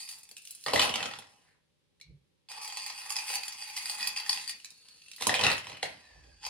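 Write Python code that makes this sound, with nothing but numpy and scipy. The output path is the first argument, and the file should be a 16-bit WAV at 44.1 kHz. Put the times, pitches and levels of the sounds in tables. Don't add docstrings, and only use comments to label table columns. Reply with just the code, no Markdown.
import sys
import numpy as np
from scipy import signal
from scipy.fft import rfft, irfft, next_fast_len
from scipy.io import wavfile
from scipy.ndimage import uniform_filter1d

SR = 44100
rng = np.random.default_rng(int(sys.argv[2]) if len(sys.argv) > 2 else 0)


def to_wav(sig):
    pcm = np.clip(np.atleast_2d(sig), -1, 1) * 32767
    pcm = np.round(pcm).astype(np.int16)
    wavfile.write(sys.argv[1], SR, pcm.T)


N = 286209
T = np.arange(N) / SR


def undb(db):
    return 10 ** (np.asarray(db) / 20)


def unit(x):
    return x / np.sqrt(np.mean(x ** 2, axis=-1, keepdims=True))


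def gain_at(points, hz):
    f, db = np.transpose(points)
    return undb(np.interp(np.log(hz + 1), np.log(f), db))


def colour(x, points):
    n = x.shape[-1]
    return irfft(rfft(x) * gain_at(points, np.fft.rfftfreq(n, 1 / SR)), n)


def ranges(x, edges_hz=(1400, 4100, 5700), steep=3.28):
    n = x.shape[-1]
    hz = np.fft.rfftfreq(n, 1 / SR)
    below = [0] + [1 / (1 + (hz / edge) ** steep) for edge in edges_hz] + [1]
    return [irfft(rfft(x) * (b - a), n) for a, b in zip(below, below[1:])]


def low_noise(points, apart):
    mid, side = colour(rng.standard_normal((2, N)), points)
    return unit(mid + apart * side * np.array([[1], [-1]]))


def swell(peak_s, db, rise, fall):
    return undb(db - np.where(T < peak_s, rise * (peak_s - T), fall * (T - peak_s)))


def heavy_noise(gain, tone):
    noise = uniform_filter1d(gain, size=500) * low_noise(tone, .22)
    return noise * undb([[-.9], [.9]])


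def follow(tables, column):
    level_column = 1
    out = np.full(N, -140. if column == level_column else 0.)
    for rows in tables:
        rows = np.array(rows)
        inside = (T >= rows[0, 0]) & (T <= rows[-1, 0])
        out[inside] = np.interp(T[inside], rows[:, 0], rows[:, column])
    return uniform_filter1d(out, size=110, origin=54)


def contacts(count, modes, crack, crack_s, ring_db, spot_db, spread, lowest_hz):
    t = np.arange(2048) / SR
    burst = rng.standard_normal((count, len(t))) * np.exp(-t / crack_s)
    cepstrum = irfft(np.log(gain_at(crack, np.fft.rfftfreq(len(t), 1 / SR))))
    cepstrum[1:len(t) // 2] *= 2
    cepstrum[len(t) // 2 + 1:] = 0
    dry_crack = irfft(rfft(burst) * np.exp(rfft(cepstrum)))
    ring = 0
    for hz, width, db in modes:
        strength, sign, detune = rng.standard_normal((count, 3)).T[:, :, None]
        swing = undb(db + spot_db * strength) * width * np.sign(sign)
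        pitch_hz = hz * (1 + spread * detune)
        ring = ring + swing * np.exp(-np.pi * width * t) * np.sin(2 * np.pi * pitch_hz * t)
    both = unit(dry_crack) + undb(ring_db) * ring / np.sqrt(np.mean(ring ** 2))
    return signal.sosfilt(signal.butter(3, lowest_hz, "high", fs=SR, output="sos"), both)


def stir(tables, sounds, per_s, scatter_db, lift, dwell_s=.07):
    neighbour, moment, chance = rng.random((int(per_s * N / SR), 3)).T
    at = (moment * N).astype(int)
    busy = rng.integers(len(sounds), size=N)[(at / (dwell_s * SR)).astype(int)]
    spot = (busy + (3 * neighbour).astype(int)) % len(sounds)
    size_db = np.minimum(-scatter_db * np.log(chance), 12.0)
    hits = np.zeros((len(sounds), N))
    np.add.at(hits, (spot, at), undb(size_db))
    energy = np.mean(hits ** 2) * len(sounds)
    level, low, upper, treble = (follow(tables, column) for column in range(1, 5))
    shifts = (low - (1 - CRUNCH_LOW_SHARE) * lift[0], 0, upper, treble + lift[1])
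    size, out = next_fast_len(N + sounds.shape[1]), 0
    for part, shift in zip(ranges(sounds), shifts):
        played = rfft(hits * undb(level + lift[0] + shift), size) * rfft(part, size)
        part_energy = np.mean(np.sum(part ** 2, axis=1))
        out = out + irfft(played.sum(0), size)[:N] / np.sqrt(energy * part_energy)
    return out


def knocks(rows, sounds, upper_db, ping_db, rattle_s, ping_s=0.0011):
    t = np.arange(1024) / SR
    out = np.zeros((2, N + 2 * sounds.shape[1]))
    draw = rng.random((len(rows), 2, len(t)))
    rattle = 0.65 * (2 * draw[:, 0] - 1) * (draw[:, 1] < .04)
    rattle[:, 0] = 1
    pans_db = 6.0 * (2 * draw[:, 0, 0] - 1)
    for (s, db, low_db, treble_db, hz), sound, more, pan_db in zip(rows, sounds, rattle, pans_db):
        push = more * np.exp(-t / rattle_s)
        parts = ranges(np.convolve(sound, push)[:-1])
        parts_db = (low_db, 0, upper_db, treble_db)
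        hit = sum(undb(db + d) * part / np.abs(part).max() for part, d in zip(parts, parts_db))
        ping = np.convolve(t * np.exp(-t / ping_s) * np.sin(2 * np.pi * hz * t), push)
        hit[:len(ping)] += undb(db + ping_db) * ping / np.abs(ping).max()
        i = int(s * SR)
        out[:, i:i + len(hit)] += undb(np.array([[pan_db], [-pan_db]]) / 2) * hit
    return out[:, :N]


# (t/s, length/s, rise of the bed level/dB, further rise of its treble level/dB)
CRUNCHES = [(2.61, 0.038, 6.5, 7.5), (2.77, 0.063, 3, -2), (2.858, 0.042, 4.5, 0.5), (2.97, 0.038, 5, -0.5),
            (3.095, 0.03, 3.5, 6), (3.155, 0.053, 7, -1), (3.265, 0.049, 6, 2), (3.325, 0.036, 8.5, 2.5),
            (3.43, 0.013, -1, 1.5), (3.48, 0.011, -3.5, 2.5), (3.6, .04, 2, 1), (3.758, 0.02, 9, 3.5),
            (3.85, .02, 3.5, -2), (3.897, 0.011, 2.5, 4), (3.98, 0.087, 6, -2.5), (4.06, 0.027, 5, 3),
            (4.16, 0.033, 9.5, -0.5), (4.25, 0.042, 0.5, 3), (4.295, 0.061, 4, 5), (4.475, 0.037, 12, -1)]
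CRUNCH_ATTACK_S, CRUNCH_RELEASE_S = 0.0056, 0.017
CRUNCH_LOW_SHARE = 0.51


def crunch(rows):
    lift = np.zeros((2, N))
    for s, length, db, treble_db in rows:
        attack = (T - s) / CRUNCH_ATTACK_S
        release = 1 + (s + length - T) / CRUNCH_RELEASE_S
        shape = np.clip(np.minimum(attack, release), 0, 1)
        lift = lift + shape * np.array([[db], [treble_db]])
    return lift


def pebbles(tables, rows, per_s, scatter_db, stir_db, knock_db, upper_db, ping_db, rattle_s, pushes=(), **body):
    bed = stir(tables, contacts(count=24, **body), per_s, scatter_db, crunch(pushes))
    single = knocks(rows, contacts(count=len(rows), **body), upper_db, ping_db, rattle_s)
    return undb(stir_db) * bed + undb(knock_db) * single


# (f/Hz, relative level per Hz/dB)
HUM = [(15, -44), (25, -18), (91, -7.5), (118, -13.5), (149, -5), (231, -15), (463, -16), (600, -18),
       (648, -37), (776, -23), (1340, -28.5), (3750, -24), (6980, -34), (11100, -33.5), (12000, -38),
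       (15600, -66.5), (22000, -120)]


def hum():
    return undb(-74) * low_noise(HUM, 1.0)


# (t/s, relative level/dB, low ring level/dB, upper ring level/dB, treble level/dB)
BOWL_STIR = [
    [(0.0, -46.5, -16, 6, 5), (0.062, -61.5, -24, 2, 8), (0.088, -54.5, -11, -1, 13.5),
     (0.3, -76, -3, -10, 6)],
    [(2.486, -50, -1, 0.5, -2.5), (2.6, -52.5, 6, -1, -1.5), (2.8, -49.5, -7.5, 3, -0.5),
     (3.08, -51, -3.5, -8, 0.5), (3.34, -46, -3, -6.5, 4.5), (3.57, -49, -9.5, -3, -1.5),
     (3.9, -45, -11, -4, 2), (4.24, -50, -6, -6, -1), (4.4, -48.5, -8, 5, 1.5), (4.46, -55.5, -23, 9.5, 1),
     (4.6, -74, -22.5, 7, 12.5)],
    [(5.98, -68, -20, 4, -10), (6.03, -68, -22, 4, -23), (6.4, -75.5, -4, 12.5, -25),
     (6.436, -50, 1.5, 7, -9), (6.465, -49, -8, 8.5, -3), (6.49, -54, -4, 0, -7)],
]
# (t/s, relative peak level/dB, low ring level/dB, treble level/dB, ping f/Hz)
BOWL_KNOCKS = [(0.0766, -42, -36, -5, 4730), (0.0895, -35, -35, 4, 4630), (0.112, -41.5, -34, 14.5, 4770),
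               (0.1346, -43, -19, -7, 4470), (2.4867, -43, -12, -12, 3490), (2.5162, -35.5, -9, 1, 5100),
               (2.6768, -43, -4, 20.5, 3400), (2.7002, -35, -18, -1, 3200), (2.7238, -36.5, -2, 3, 4350),
               (2.7714, -32.5, -2.5, 9, 2600), (2.8627, -33.5, -8, 8, 4500), (2.9004, -33.5, -4, -11, 4340),
               (2.9828, -38, -7, -14, 2550), (3.0417, -55, -2, 4, 2480), (3.0615, -44.5, 2, 13, 2090),
               (3.0952, -43, -12, 17, 2480), (3.1038, -32.5, 0, 13.5, 5070), (3.1234, -40, -10, 17, 2110),
               (3.1575, -28.5, -11, 0, 5080), (3.1653, -24.5, -15, 5.5, 4960), (3.1857, -28, -26, -9, 2500),
               (3.2804, -31, -25, -7, 2100), (3.3012, -28.5, -4.5, -9, 2520), (3.3374, -30, -11, -14, 2110),
               (3.3549, -25, -34, -6, 4600), (3.4338, -31, -23, -6, 4520), (3.481, -33.5, -13, 11.5, 3300),
               (3.5232, -39, -19, 10, 5240), (3.622, -33, -12, -6, 5140), (3.7744, -28.5, -19, -8, 2060),
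               (3.826, -46, -22, -8, 4770), (3.857, -29.5, -8, 9, 4750), (3.897, -26.5, -13.5, 7, 4460),
               (4.0078, -28, -43, -22, 4630), (4.028, -23, -24, -6, 4710), (4.0729, -26.5, -19, 13, 4700),
               (4.1626, -30, -18, -14, 2680), (4.1736, -26, -27, -9, 4700), (4.1984, -32, -28, -20, 2660),
               (4.2622, -34.5, -16, -9, 1780), (4.2942, -17, -22, -2.5, 4550),
               (4.3295, -23.5, -26, -8, 4900), (4.3504, -42, -27, -15, 4900),
               (4.3736, -27.5, -15, -12, 2630), (4.4766, -33.5, -48, 7, 4440), (4.4942, -29, -47, 4, 4800),
               (4.504, -43, -42, -18, 4740), (6.4383, -43, 2, -19, 5100), (6.451, -30, -27, -24, 5160),
               (6.4652, -29.5, -2.5, 4, 4700)]
# (f/Hz, width/Hz, relative level/dB)
BOWL_MODES = [(862, 30, 5), (1040, 110, -8), (1930, 90, -4), (2095, 70, -6), (2480, 90, -5), (2630, 90, -7),
              (3430, 220, -10), (4520, 90, -3), (4680, 80, 0), (4820, 90, -3), (5030, 80, -7),
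              (7150, 90, -9), (8700, 200, -11), (10100, 130, -11)]
# (f/Hz, relative level per Hz/dB)
BOWL_CRACK = [(200, -68), (500, -45), (900, -8.5), (1500, -17), (3000, -15), (6000, -12), (11000, -18.5),
              (16000, -34)]


def glass_bowl():
    return pebbles(BOWL_STIR, BOWL_KNOCKS, per_s=1500, scatter_db=3.5, stir_db=-5.0, knock_db=-4.0, upper_db=1.5,
                   ping_db=1.3, rattle_s=0.0034, pushes=CRUNCHES, modes=BOWL_MODES, crack=BOWL_CRACK,
                   crack_s=0.0014, ring_db=2.5, spot_db=4.5, spread=.006, lowest_hz=587)


# (t/s, relative level/dB, low ring level/dB, upper ring level/dB, treble level/dB)
FIST_STIR = [
    [(0.26, -77, -30, -4, 4), (0.49, -63.5, -36, -1, 4), (0.66, -66, -32, 3, 6.5)],
    [(1.3, -77.5, -2.5, 2, 2), (1.5, -79.5, -1.5, -5.5, -9), (1.6, -102, 0, 1, -10)],
    [(4.55, -68.5, -24, 3, -1.5), (4.68, -70.5, -4.5, 1.9, -1.8), (4.926, -70.5, -0.5, 2.1, -1.8),
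     (5.096, -70, -11, 2.6, -1.9), (5.2, -66.5, -16, 3, -1.5)],
]
# (t/s, relative peak level/dB, low ring level/dB, treble level/dB, ping f/Hz)
FIST_KNOCKS = [(0.185, -47, -21, 9, 4600), (0.206, -59, -18, -3, 4520), (0.2325, -45.5, -13, 9, 4570),
               (0.2533, -48.5, -20, -8, 4430), (0.29, -44, -21, 5, 2450), (0.3128, -42, -5, 7.5, 4580),
               (0.3671, -35.5, -33, 2.5, 2640), (0.374, -43, -30, -6, 2500), (0.3802, -40.5, -39, 2, 2760),
               (0.4197, -56, -38, 17, 2586), (0.452, -41, -38, 6, 2845), (0.473, -36.5, -39, 2, 2830),
               (0.508, -43.5, -28, 18, 2900), (0.5495, -46.5, -35, 13.5, 4070),
               (0.639, -39, -24, 6.5, 4200), (1.9998, -51.5, -36, -19.5, 2010),
               (2.0122, -36.5, -29, -19, 2234), (4.6003, -43, -42, -15, 2910),
               (4.646, -29, -43.5, -8.5, 3930), (4.656, -39, -41, -3, 4100),
               (4.7046, -40.5, -31, 1.5, 3790), (4.8551, -50, -6, -20.5, 4500),
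               (4.8856, -42.5, -11.5, -9.5, 4580), (5.019, -43, -31, -12, 2820),
               (5.0618, -43.5, -41, -20, 3810), (5.0835, -40, -35, -19, 2790),
               (5.1144, -34.5, -28, -11, 3900), (5.1338, -38.5, -28, -14.5, 4140),
               (5.1622, -37.5, -25, 2, 4070)]
# (f/Hz, width/Hz, relative level/dB)
FIST_MODES = [(2690, 87, -0.5), (4140, 300, -3.5), (4464, 380, -6.5), (9150, 180, -0.5), (9200, 250, -5),
              (11000, 110, -10)]
# (f/Hz, relative level per Hz/dB)
FIST_CRACK = [(290, -69.5), (500, -33), (750, -45), (906, -30), (1720, -24), (2610, -12.5), (7100, -6.5),
              (10200, -5.5), (12900, -15), (16000, -23)]


def carried_handful():
    return pebbles(FIST_STIR, FIST_KNOCKS, per_s=1700, scatter_db=2.4, stir_db=-3.0, knock_db=-3.0, upper_db=-8,
                   ping_db=-5.5, rattle_s=0.0014, modes=FIST_MODES, crack=FIST_CRACK, crack_s=0.0026,
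                   ring_db=-8.0, spot_db=8.5, spread=0.024, lowest_hz=400)


# (t/s, relative level/dB, low ring level/dB, upper ring level/dB, treble level/dB)
POT_STIR = [
    [(0.655, -59, -8, -5, 4), (0.661, -47.5, 9.5, -3, 3), (0.691, -39.5, 0.5, -11, -6),
     (0.725, -49, 10.5, 1, -8), (0.733, -35.5, 10, -2, -3), (0.825, -30.5, -4.5, -10, -4),
     (0.881, -40.5, -3, -7, -7.5), (1.027, -40, -0.5, -19, -13), (1.095, -54, 0, -8, 0),
     (1.133, -49.5, -14.5, -9, -15), (1.319, -76, 7, 3, 0), (1.535, -79.5, 3.5, -9, -10.5),
     (1.6, -91.5, 1.5, -9, -12)],
    [(5.18, -59, -12, -3, -1), (5.214, -41.5, -1.5, 2.5, -3), (5.28, -51.5, -11, 10, 7),
     (5.294, -36, 1, -2, -10), (5.326, -38, 3, -6, -1), (5.342, -29.5, -7, -10, -21),
     (5.378, -38, -1, -1, -14), (5.472, -27.5, -3.5, -17, -11), (5.626, -51.5, -11, -17, -6),
     (5.726, -46, -5, -19, -19), (5.822, -59, -10, -6, -11), (5.828, -40, -11.5, -19, -10),
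     (5.954, -61.5, -1, 0, -12.5), (6.35, -87, 16.5, 7.5, -10)],
]
# (t/s, relative peak level/dB, low ring level/dB, treble level/dB, ping f/Hz)
POT_KNOCKS = [(0.6628, -23, -4.5, -16.5, 4140), (0.6828, -23.5, -7, -21, 2110),
              (0.7347, -15.5, -0.5, -5, 2870), (0.7599, -13.5, -13.5, -19.5, 2020),
              (0.7754, -23, -6, -14.5, 1950), (0.7946, -10.5, -17, -19.5, 3460),
              (0.8013, -20, -15.5, -17.5, 2480), (0.8158, -14.5, -18.5, -19.5, 4420),
              (0.8229, -21, -14, -21, 2640), (0.8303, -15, -14.5, -18, 2570),
              (0.8936, -22.5, -10.5, -11, 2780), (0.9397, -21, -15, -15, 3680),
              (0.9573, -17, -14.5, -13.5, 2990), (1.005, -26, -7.5, -18.5, 2640),
              (1.0278, -20.5, -12, -23, 2520), (1.0571, -25, -9.5, -18, 2520),
              (1.1116, -32, -12.5, -21, 1970), (1.136, -31, -7, -29, 2800), (1.1877, -35, -12.5, 1, 3440),
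              (1.2226, -41.5, -15, -14, 2030), (5.183, -46, -5, 1, 4080), (5.2106, -33.5, -4, 0, 3540),
              (5.222, -24, -11, -4, 2030), (5.2689, -21, 3, 11, 3780), (5.294, -15, -4.5, -16, 1950),
              (5.3407, -15, -27, -16, 2490), (5.3504, -20, -14.5, -28, 2580), (5.3928, -19, -13, -23, 2510),
              (5.4115, -17, -20.5, -27, 2730), (5.4373, -12, -20, -29, 3780), (5.4464, -15, -21, -21, 2630),
              (5.4656, -11.5, -21.5, -19.5, 2610), (5.501, -20, -12, -22, 2610),
              (5.5155, -16, -20, -40, 2700), (5.5799, -24, -26, -14, 3280),
              (5.6434, -38.5, -15, -24.5, 2030), (5.6692, -30.5, -10.5, -24, 1970),
              (5.6975, -32, -10, -26, 2030), (5.7292, -36.5, -19, -29, 2020), (5.77, -38.5, -20, -14, 2080),
              (5.8292, -18.5, -6.5, -17, 2130)]
# (f/Hz, width/Hz, relative level/dB)
POT_MODES = [(640, 89, 2.5), (979, 180, 2.5), (1336, 120, -6.5), (1950, 180, -2.5), (2480, 47, -10),
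             (2610, 110, -9.5), (2930, 120, -2), (3536, 510, -14.5), (4200, 130, -7.5), (5600, 230, -9.5)]
# (f/Hz, relative level per Hz/dB)
POT_CRACK = [(120, -35), (200, -20.5), (353, -21.5), (623, -6), (950, -4.5), (1650, -13), (1910, -20),
             (2650, -6), (7270, -11), (10100, -11.5), (12400, -18.5), (16000, -36.5)]


def plastic_pot():
    return pebbles(POT_STIR, POT_KNOCKS, per_s=700, scatter_db=2.9, stir_db=-5.0, knock_db=-1.9, upper_db=-7.5,
                   ping_db=-6, rattle_s=0.0042, modes=POT_MODES, crack=POT_CRACK, crack_s=.0018,
                   ring_db=-1.5, spot_db=7.0, spread=0.023, lowest_hz=228)


# (f/Hz, relative level/dB)
BOOM_TONE = [(15, -54), (25, -31.5), (92, 3.5), (129, 1), (216, -1), (248, -16), (292, 0.5), (352, -16),
             (394, -4), (500, -13.5), (650, -32.5), (1100, -120)]
# (t/s of the peak, level/dB before smoothing)
BUMPS = [(1.02, -59), (1.17, -62.5), (5.462, -39), (5.725, -58), (5.95, -64)]
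# (rise/dB per s, fall/dB per s)
BUMP_DB_PER_S = (400, 167)
BOOM_DB, BOOM_T60_S = -11, 0.35


def counter_boom(pot):
    keep = np.exp(-2 * np.log(1000) / (BOOM_T60_S * SR))
    power = np.mean(ranges(pot)[0] ** 2, axis=0)
    stored = signal.lfilter([1 - keep], [1, -keep], power)
    bumps = sum(swell(*bump, *BUMP_DB_PER_S) for bump in BUMPS)
    return heavy_noise(undb(BOOM_DB) * np.sqrt(stored) + bumps, BOOM_TONE)


# (t/s of the peak, relative level/dB, rise/dB per s, fall/dB per s, f/Hz, sag/Hz per s, width/Hz)
HISSES = [(1.49, -71.5, 149.5, 156.5, 1897, 299.5, 702), (4.86, -62, 26, 14.5, 4420, -250, 261),
          (6.051, -64.5, 500, 35, 1811, 600, 130)]


def hiss(peak_s, db, rise, fall, hz, sag, width):
    band = signal.butter(2, width / 2, fs=SR, output="sos")
    a, b = unit(signal.sosfilt(band, rng.standard_normal((2, N))))
    phase = 2 * np.pi * np.cumsum(hz - sag * (T - peak_s)) / SR
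    return swell(peak_s, db, rise, fall) * (a * np.cos(phase) + b * np.sin(phase))


# (f/Hz, relative level/dB)
THUD_TONE = [(15, -50.5), (25, -27.5), (54, -3), (112, -10), (151, 3.5), (204, -21), (442, -30), (600, -42),
             (780, -74.5), (1320, -120)]
# (level/dB before smoothing, rise/dB per s, fall/dB per s)
THUD = (-46.5, 520, 207)


def thud():
    return heavy_noise(swell(2.105, *THUD), THUD_TONE)


# (f/Hz, relative level/dB)
RUMBLE_TONE = [(13, -47.5), (22, -30), (59, 3), (124, -21), (156, -11.5), (200, -42), (300, -22),
               (390, -25), (660, -120)]
# (level/dB before smoothing, rise/dB per s, fall/dB per s)
RUMBLE = (-57, 180, 25)


def rumble():
    return heavy_noise(swell(6.18, *RUMBLE), RUMBLE_TONE)


# (f/Hz, decay time by 60 dB/s, relative level/dB)
KITCHEN = [(202, 0.18, 7.5), (802.5, .32, -1.5), (3020, 0.34, -1.5), (6050, 0.17, -9.5),
           (12200, 0.072, 2.5)]


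def kitchen(x):
    t = np.arange(SR // 2) / SR
    f, t60s, dbs = np.transpose(KITCHEN)
    tail = 0
    for hz in 125 * 2 ** np.arange(7.5):
        t60, db = (np.interp(np.log(hz), np.log(f), column) for column in (t60s, dbs))
        edges_hz = [hz / np.sqrt(2), min(hz * np.sqrt(2), .45 * SR)]
        band = signal.butter(2, edges_hz, "band", fs=SR, output="sos")
        noise = signal.sosfilt(band, rng.standard_normal((2, len(t))))
        decay = np.exp(-np.log(1000) * t / t60)
        tail = tail + undb(db) * noise * decay / np.sqrt(np.sum(decay ** 2))
    tail = tail * (1 - np.exp(-(t / 0.0005) ** 2))
    return signal.fftconvolve(x.mean(0)[None], tail, axes=1)[:, :N]


# (f/Hz, lead of the left port/rad)
PORT_PHASE = [(0, 0), (690, -0.6), (1380, 0.9), (1640, -0.2), (1890, 0.6), (3700, 0.5), (4480, 1.6),
              (7410, 3.8), (9040, 6.1), (10300, 6.4), (12000, 9.3), (13700, 9.5), (14600, 12.4),
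              (16200, 12.7)]


def ports(x):
    f, lead = np.transpose(PORT_PHASE)
    turn = np.exp(.5j * np.interp(np.fft.rfftfreq(N, 1 / SR), f, lead))
    return irfft(rfft(x) * np.array([turn, turn.conj()]), N)


def scene():
    pot = plastic_pot()
    hisses = sum(hiss(*row) for row in HISSES)
    near = (glass_bowl() + carried_handful() + pot + hisses) * undb([[-.6], [.6]])
    low = counter_boom(pot) + thud() + rumble()
    return ports(near) + undb(3.0) * kitchen(near) + low + hum()


# (f/Hz, level/dB)
TREBLE = [(11700, -1.49), (12200, -6.5), (13600, -5.5), (14300, 0.5), (16000, -6)]


def record(dry):
    bass_cut = signal.butter(2, 35, "high", fs=SR, output="sos")
    top_cut = signal.ellip(10, .2, 80, 16000, fs=SR, output="sos")
    return signal.sosfilt(top_cut, signal.sosfilt(bass_cut, colour(dry, TREBLE)))


dry = scene()
out = record(dry)
to_wav(out)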